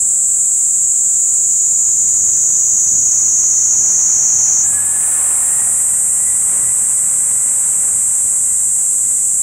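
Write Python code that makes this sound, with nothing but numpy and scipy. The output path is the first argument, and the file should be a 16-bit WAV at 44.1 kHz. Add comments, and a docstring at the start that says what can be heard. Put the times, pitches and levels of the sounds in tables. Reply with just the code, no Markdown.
"""A harsh cicada buzz, close by, quickens and sinks in pitch, then snaps up to a brighter, fluttering shrill.
Its tymbals click some 500 times a second, and each click rings the hollow abdomen; trunk, ground and leaves echo it.
Behind it a motor vehicle passes faintly, leaning to the left: filtered-noise rumble and tyres, exhaust harmonics
and a transmission whine. Shaped noise gives a faint hush of open air."""
import sys
import numpy as np
from scipy import signal
from scipy.fft import rfft, irfft
from scipy.io import wavfile
from scipy.ndimage import uniform_filter1d, minimum_filter1d

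SR = 44100
rng = np.random.default_rng(int(sys.argv[2]) if len(sys.argv) > 2 else 0)


def bounce(signal):
    """Save signal as a 16-bit WAV file at the path given by the first command-line argument."""
    frames = np.transpose(np.atleast_2d(signal))
    limited = np.clip(frames, -1, 1)
    pcm = np.round(limited * 32767).astype(np.int16)
    wavfile.write(sys.argv[1], SR, pcm)


N = 415422
TIME = np.arange(N) / SR

# song phrases; clicks run early and late in a fast flutter and a slow throb:
# (start [s], ring time [ms], roughness [0-1], second rib click [dB], abdomen stretch [0-1],
#  flutter rate [Hz], flutter depth [us], throb rate [Hz], throb depth [us])
PHRASES = [(0, 0.22, .52, -34, 0.3, 70.4, 17, 35.8, 95), (2.15, 0.21, .46, -16, 0.16, 125, 9.4, 30, 97),
           (4.621, 0.18, .08, -18, 0.83, 81.9, 42.6, 20, 7.9),
           (5.582, 0.18, .3, -27, 1, 77.2, 30.5, 24, 20.8),
           (6.221, 0.19, 0.27, -12, 0.96, 110.2, 24.4, 29, 10.5)]
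# radiation of the slack abdomen: (frequency [Hz], level [dB])
SLACK_ABDOMEN = [(3000, 33), (5200, 4), (5450, -4.5), (5750, -4), (6400, -1), (6900, -1), (7700, 0),
                 (8400, -1), (8700, -2.5), (9100, 1), (9500, -6), (11000, 0), (12500, -1), (15500, 12)]
# radiation of the stretched abdomen: (frequency [Hz], level [dB])
STRETCHED_ABDOMEN = [(3000, -62), (5500, -3), (5950, 6.5), (6250, -2), (6700, 3), (6950, 3.5), (7700, 1.5),
                     (8450, 4.5), (8700, -2), (9100, 5.5), (10400, 3), (10800, 0.5), (12500, 9.5),
                     (15500, 0)]
# the first entry is a further click of a tymbal rib just after each click; the rest are reflections from bark,
# branches and ground: (delay [ms], gain [ratio])
ECHOES = [(.873, .1), (1.44, .15), (1.922, .11), (2.761, .09), (3.469, .1), (7.857, .28)]
# foliage scatter, strongest in the treble: (frequency [Hz], level [dB])
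FOLIAGE = [(5500, -2.5), (8000, 2), (10000, 9), (14000, 13)]
# scatter from branches at either side: (frequency [Hz], level [dB])
BRANCHES = [(5500, -6), (7400, 2), (9300, 4), (10500, -25)]
# road rumble spectrum: (frequency [Hz], level [dB])
RUMBLE = [(15, -41), (25, -8), (81, -0.5), (166, -2), (195, -4), (257, -5.5), (295, -9.5), (375, -8.5),
          (500, -11.5), (650, -11), (1100, -120)]
# tyre roar spectrum: (frequency [Hz], level [dB])
TYRES = [(210, -21), (350, -1.5), (478, -8), (624, -2), (738, 1.5), (1140, 1), (1700, -2), (2240, -4),
         (4230, -20), (5000, -31), (6500, -5), (11000, -120)]
# swells of the road noise: (centre [s], half length to 1/e [s], rumble change [dB], tyre change [dB])
SWELLS = [(2.301, 0.31, 1.5, 2), (4.094, 0.65, -1, 2.5), (5.249, 0.37, -6.5, 4.5), (6.091, 0.28, -3, -2.5),
          (6.565, 0.1, 4, 3.5), (7.73, 0.79, 1, 3.5)]
# diffuse share of the road noise: (frequency [Hz], level [dB])
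DIFFUSE_ROAD = [(40, -20), (130, -10), (260, -18), (600, -46), (2000, -50)]
# engine: (time [s], cycle rate [Hz], throttle [dB])
ENGINE = [(0, 34.97, -8), (1.7, 36.9, -5.5), (2.25, 38.49, 4), (3.8, 45.9, 2.5), (5.2, 42.48, -3),
          (6.6, 40.51, 0.5), (9.4, 39.57, 4)]
# exhaust tones: (multiple of cycle rate [1], level [dB])
EXHAUST = [(2, 0.5), (3, -1.5), (4, -3.5), (5, -7), (6, -4.5), (7, -14), (8, -14.5), (9, -10.5), (12, -5.5),
           (13, -30), (17, -5), (18, -2)]
# open-air hush spectrum: (frequency [Hz], level [dB])
AIR = [(15, -33), (25, -15), (74, -22.5), (141, -20), (320, -15), (794, -9), (927, -61), (2630, 3),
       (4480, 1), (5000, 2.5), (6500, -41), (11000, -120)]
# microphone ports: (frequency [Hz], left minus right [dB])
PORT_LEVEL = [(60, 1.5), (110, 3.5), (200, 4.2), (380, 3), (700, 2.5), (1290, 1), (2380, 0), (4400, 0.0),
              (8120, -0.4), (15000, 0.0)]

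# buzz: one S-curve of effort brings faster clicks, a lower ring, a little more level
BUILD_MID_S, BUILD_WIDTH_S = 1.87, .91
EASY_CLICK_HZ, FULL_CLICK_HZ = 499, 581
EASY_RING_HZ, FULL_RING_HZ = 7840 * .99, 6614 * .99
EASY_DB, FULL_DB = -13, -11.5
# turn to the shrill, then tiring
TURN_S, SNAP_S, RELAX_S, SETTLE_S, SETTLE_SHARE = 4.62, .055, .08, .3, .16
SHRILL_CLICK_HZ, SHRILL_RING_HZ, SHRILL_DB = 496.4, 8152 * .99, -13
TIRING_HZ_PER_S, TIRING_DB_PER_S = 58 * .99, 0.16
FALTER_S, FALTER_WIDTH_S, FALTER_DB = 4.88, 0.16, -1.2
FLUTTER_SAG_HZ_PER_S = 3.8  # the flutter slows through each phrase
EDGE_HZ = 5560  # lowest resonance of the body
# tyres: nearest moment, time to fade by 3 dB; lead of the rumble over the tyres
PASS_S, PASS_WIDTH_S, RUMBLE_LEAD_S = 5.68, 1.31, 0.73
WHINE_START_S, WHINE_DB, WHINE_PEAK_S, WHINE_SPREAD_S = 4.57, -41.5, 4.88, 0.65
WHINE_LOW_HZ, WHINE_HIGH_HZ, WHINE_MID_S, WHINE_WIDTH_S = 1572, 2003, 5.25, .44
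TOP_HZ = 15650  # recorder cutoff


def cicada(leaves_db=-8.5):
    """Clicks and their echoes, evened to a running level that follows the insect's effort."""
    click_hz, ring_hz, level_db = effort()
    # so small a body radiates little below its lowest resonance
    highpass = signal.butter(24, EDGE_HZ, "high", fs=SR, output="sos")
    clicks = signal.sosfilt(highpass, tymbals(click_hz, ring_hz))
    song = echoes(clicks) + undb(leaves_db) * leaves(clicks, t60_s=0.12, tint=FOLIAGE)
    running_rms = np.sqrt(uniform_filter1d(song ** 2, size=5000))
    return song / running_rms * undb(level_db)


def tymbals(click_hz, ring_hz, wander=.0035, slip_size_us=28, memory=0.75, weak_db=0.76, flutter_db=0.75,
            flutter_overtone=0.43, pitch_scatter=0.038, sag=0.12, swell=1.66):
    """Buckling clicks, uneven in time and strength, each followed by a second rib's click."""
    start_s, ring_ms, rough, rib_db, stretch, flutter_hz, flutter_us, throb_hz, throb_us = posture()
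    turns = np.cumsum(click_hz * (1 + wander * rough * walk(14))) / SR
    t = np.interp(np.arange(1, int(turns[-1])), turns, TIME)

    sagging_hz = flutter_hz - FLUTTER_SAG_HZ_PER_S * (TIME - start_s)
    quiver = angle(sagging_hz * (1 + 0.0063 * walk(8.8)))
    flutter = np.sin(quiver) + flutter_overtone * np.sin(2 * quiver)
    # in each throb the click rate jumps up, then sinks
    beat = angle(throb_hz * (1 + 0.144 * walk(12)))
    throb = sum(np.cos(k * beat) / k ** 2 for k in range(1, 4))
    sway_us = np.interp(t, TIME, flutter_us * flutter + throb_us * throb)

    # curves sampled at the clicks
    curves = (flutter_db * flutter, ring_hz, ring_ms, rough, rib_db)
    force_db, ring_hz, ring_ms, rough, rib_db = (np.interp(t, TIME, c) for c in curves)
    chance = rng.standard_normal((len(t), 5)).T
    # a late click delays the ones after it
    slip_us = signal.lfilter([1], [1, -np.clip(memory, 0, .98)], slip_size_us * rough * chance[0])
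    onset_s = t + (sway_us + slip_us) / 10 ** 6
    ring_s = ring_ms / 1000
    rib_lag_s = .00081 * (1 + .04 * chance[4])
    # most clicks are near full; now and then the tymbal only half buckles
    size = undb(force_db - weak_db * np.sqrt(np.abs(rough)) * chance[1] ** 2)
    rib_size = size * undb(rib_db + 2 * chance[3])
    pitch_hz = ring_hz * (1 + pitch_scatter * rough * chance[2])

    clicks = rings(onset_s, size, pitch_hz, ring_s, sag, swell)
    clicks = clicks + rings(onset_s + rib_lag_s, rib_size, pitch_hz, ring_s, sag, swell)
    # stretching the abdomen chokes its low resonances
    stretch = np.clip(stretch, 0, 1)
    return blend(colour(clicks, SLACK_ABDOMEN), colour(clicks, STRETCHED_ABDOMEN), stretch)


def rings(times_s, sizes, pitch_hz, ring_s, sag, swell, size=200):
    """Each click swells and dies in the abdomen, its pitch sagging as the rib gives way."""
    index = np.ceil(times_s * SR).astype(int)[:, None] + np.arange(size)
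    age_s = np.maximum(index / SR - times_s[:, None], 0)
    life = age_s / ring_s[:, None]
    cycles = pitch_hz[:, None] * (age_s + sag * ring_s[:, None] * life * np.exp(-life / 2))
    envelope = sizes[:, None] * life ** swell * np.exp(-life)
    waves = envelope * np.sin(2 * np.pi * cycles)
    # overlapping rings add; samples outside the scene go to a spare or end bin
    return np.bincount(np.clip(index, 0, N).ravel(), waves.ravel(), N + 1)[:N]


def effort():
    """Click rate, ring pitch and level: all follow the build-up, then give way to the shrill."""
    build, snap, since_s = rise(BUILD_MID_S, BUILD_WIDTH_S), settle(TURN_S, SNAP_S), TIME - TURN_S
    # the muscles let go quickly at first, then settle slowly
    relax = blend(settle(TURN_S, RELAX_S), settle(TURN_S, SETTLE_S), SETTLE_SHARE)
    click_hz = blend(blend(EASY_CLICK_HZ, FULL_CLICK_HZ, build), SHRILL_CLICK_HZ, relax)
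    shrill_hz = SHRILL_RING_HZ - TIRING_HZ_PER_S * since_s
    ring_hz = blend(blend(EASY_RING_HZ, FULL_RING_HZ, build), shrill_hz, snap)
    shrill_db = SHRILL_DB - TIRING_DB_PER_S * since_s
    level_db = blend(blend(EASY_DB, FULL_DB, build), shrill_db, snap)
    # the song falters just after the turn
    return click_hz, ring_hz, level_db + FALTER_DB * bump(FALTER_S, FALTER_WIDTH_S)


def posture():
    """Phrase columns at every moment; each phrase snaps in exponentially from the one before."""
    rows = np.array(PHRASES)
    snaps = np.array([settle(s, SNAP_S) for s in rows[1:, 0]])
    return rows[0][:, None] + np.diff(rows, axis=0).T @ snaps


def echoes(x):
    """The direct sound, a rib's quick after-click and a few hard reflections, as delays in the spectrum."""
    khz = np.fft.rfftfreq(N, 1 / SR) / 1000
    reflections = sum(gain * np.exp(-2j * np.pi * khz * ms) for ms, gain in ECHOES)
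    return irfft(rfft(x) * (1 + reflections), N)


def leaves(x, t60_s, tint):
    """Short, dense scatter from bark and foliage: convolution with decaying noise."""
    t = TIME[:SR // 4]
    scatter = rng.standard_normal(len(t)) * np.exp(-np.log(1000) * t / t60_s)
    return colour(signal.fftconvolve(x, scatter / np.linalg.norm(scatter))[:N], tint)


def road(rumble_db=-44.0, tyre_db=-39.5, rumble_width_s=5, throttle_share=0.17, grain_db=1.0, clatter_db=1.025):
    """Far-carrying rumble and grainy tyre roar come and go; a clatter follows the engine cycle."""
    cycle_hz, throttle_db = read(ENGINE, TIME)
    rumble_pass_db = passing(PASS_S - RUMBLE_LEAD_S, rumble_width_s)
    rumble_level_db = rumble_db + throttle_share * throttle_db + rumble_pass_db
    tyre_level_db = tyre_db + passing(PASS_S, PASS_WIDTH_S)
    for at_s, width_s, low_db, high_db in SWELLS:
        swell = bump(at_s, width_s)
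        rumble_level_db = rumble_level_db + low_db * swell
        tyre_level_db = tyre_level_db + high_db * swell
    crank = angle(cycle_hz)
    clatter = clatter_db * (np.cos(crank) + np.cos(2 * crank) + np.cos(4 * crank))
    rumble = noise(RUMBLE) * undb(rumble_level_db + 1.2 * walk(9))
    return rumble + noise(TYRES) * undb(tyre_level_db + clatter + grain_db * walk(70))


def motor(exhaust_db=-44, nearest_s=5.1, width_s=1.2, dulling=0.14):
    """Exhaust tones at multiples of the engine cycle, swelling as the vehicle goes by."""
    cycle_hz, throttle_db = read(ENGINE, TIME)
    crank = angle(cycle_hz * (1 + 0.00399 * walk(8)))
    far_db = passing(nearest_s, width_s)
    tones = 0
    for k, db in EXHAUST:
        # with distance the upper tones fade faster than the low ones
        gain = undb(db + k * dulling * far_db + 2.05 * walk(6.2))
        tones = tones + gain * np.sin(k * crank + rng.uniform(0, 2 * np.pi))
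    return unit(tones) * undb(exhaust_db + throttle_db + far_db)


def whine(waver=0.0181, attack_s=0.019, patchy_db=2):
    """Transmission whine: a wavering, patchy sine that sets in suddenly, climbs and fades with distance."""
    hz = blend(WHINE_LOW_HZ, WHINE_HIGH_HZ, rise(WHINE_MID_S, WHINE_WIDTH_S))
    sine = np.sin(angle(hz * (1 + waver * walk(150))))
    tone = unit(sine * undb(2.46 * walk(40) + patchy_db * walk(7)))
    return tone * settle(WHINE_START_S, attack_s) * undb(WHINE_DB + passing(WHINE_PEAK_S, WHINE_SPREAD_S))


def passing(nearest_s, width_s):
    """Level in dB of a source that drives by, falling as 1 / distance; 0 when nearest."""
    return -20 * np.log10(np.hypot(1, (TIME - nearest_s) / width_s))


def noise(points):
    """Coloured noise of rms 1."""
    return unit(colour(rng.standard_normal(N), points))


def colour(x, points):
    """Filter by a spectrum of (frequency [Hz], level [dB])."""
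    return irfft(rfft(x) * undb(across(points)), N)


def across(points):
    """A table of (frequency [Hz], value) spread over all bins, linear in log frequency."""
    hz, value = np.transpose(points)
    return np.interp(np.log(np.maximum(np.fft.rfftfreq(N, 1 / SR), 1)), np.log(hz), value)


def undb(db):
    """Decibels to gain."""
    return 10 ** (np.asarray(db) / 20)


def unit(x):
    """Scale to rms 1."""
    return x / np.sqrt(np.mean(x ** 2))


def read(table, t):
    """The columns of a curve at times t."""
    s, *columns = np.transpose(table)
    return [np.interp(t, s, c) for c in columns]


def walk(rate_hz):
    """Smooth chance of rms 1, changing about rate_hz times a second."""
    k = int(SR / rate_hz)
    steps = np.repeat(rng.standard_normal(N // k + 1), k)
    return unit(uniform_filter1d(steps, k)[:N])


def angle(hz):
    """Running phase of a frequency curve."""
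    return 2 * np.pi * np.cumsum(hz) / SR


def rise(mid_s, width_s):
    """An S-curve from 0 to 1."""
    return (1 + np.tanh((TIME - mid_s) / width_s / 2)) / 2


def settle(start_s, lag_s):
    """0 until the start, then an exponential approach to 1."""
    return 1 - np.exp(-np.maximum(TIME - start_s, 0) / lag_s)


def bump(at_s, width_s):
    """A bell curve of height 1."""
    return np.exp(-((TIME - at_s) / width_s) ** 2)


def blend(a, b, share):
    """From a to b as the share goes from 0 to 1."""
    return a + (b - a) * share


def ports(mid, side):
    """Two close ports hear slightly different levels; diffuse sound differs between them."""
    half = undb(across(PORT_LEVEL) / 2)
    left = irfft(rfft(mid) * half, N) + side
    right = irfft(rfft(mid) / half, N) - side
    return np.array([left, right])


def scene(air_db=-56, scatter_db=-26, leftward=0.28, turn_width_s=0.16):
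    """Cicada, a vehicle that moves over to the left and the faint hush of open air."""
    song = cicada()
    vehicle = road() + motor() + whine()
    mid = song + vehicle + undb(air_db) * noise(AIR)
    scatter = undb(scatter_db) * leaves(song, t60_s=0.041, tint=BRANCHES)
    diffuse = colour(road(), DIFFUSE_ROAD)  # independent noise, so it widens the road
    lean = leftward * rise(PASS_S - RUMBLE_LEAD_S, turn_width_s) * vehicle
    return ports(mid, scatter + diffuse + lean)


def record(dry):
    """A fast limiter evens out the tallest clicks, and the recorder cuts the top."""
    ceiling = .72
    gain = ceiling / np.maximum(np.abs(dry).max(axis=0), ceiling)
    held = minimum_filter1d(gain, size=110)
    gain = uniform_filter1d(uniform_filter1d(held, size=80), size=50)
    lowpass = signal.ellip(10, .2, 80, TOP_HZ, fs=SR, output="sos")
    return signal.sosfilt(lowpass, dry * gain)


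dry = scene()
out = record(dry)
bounce(out)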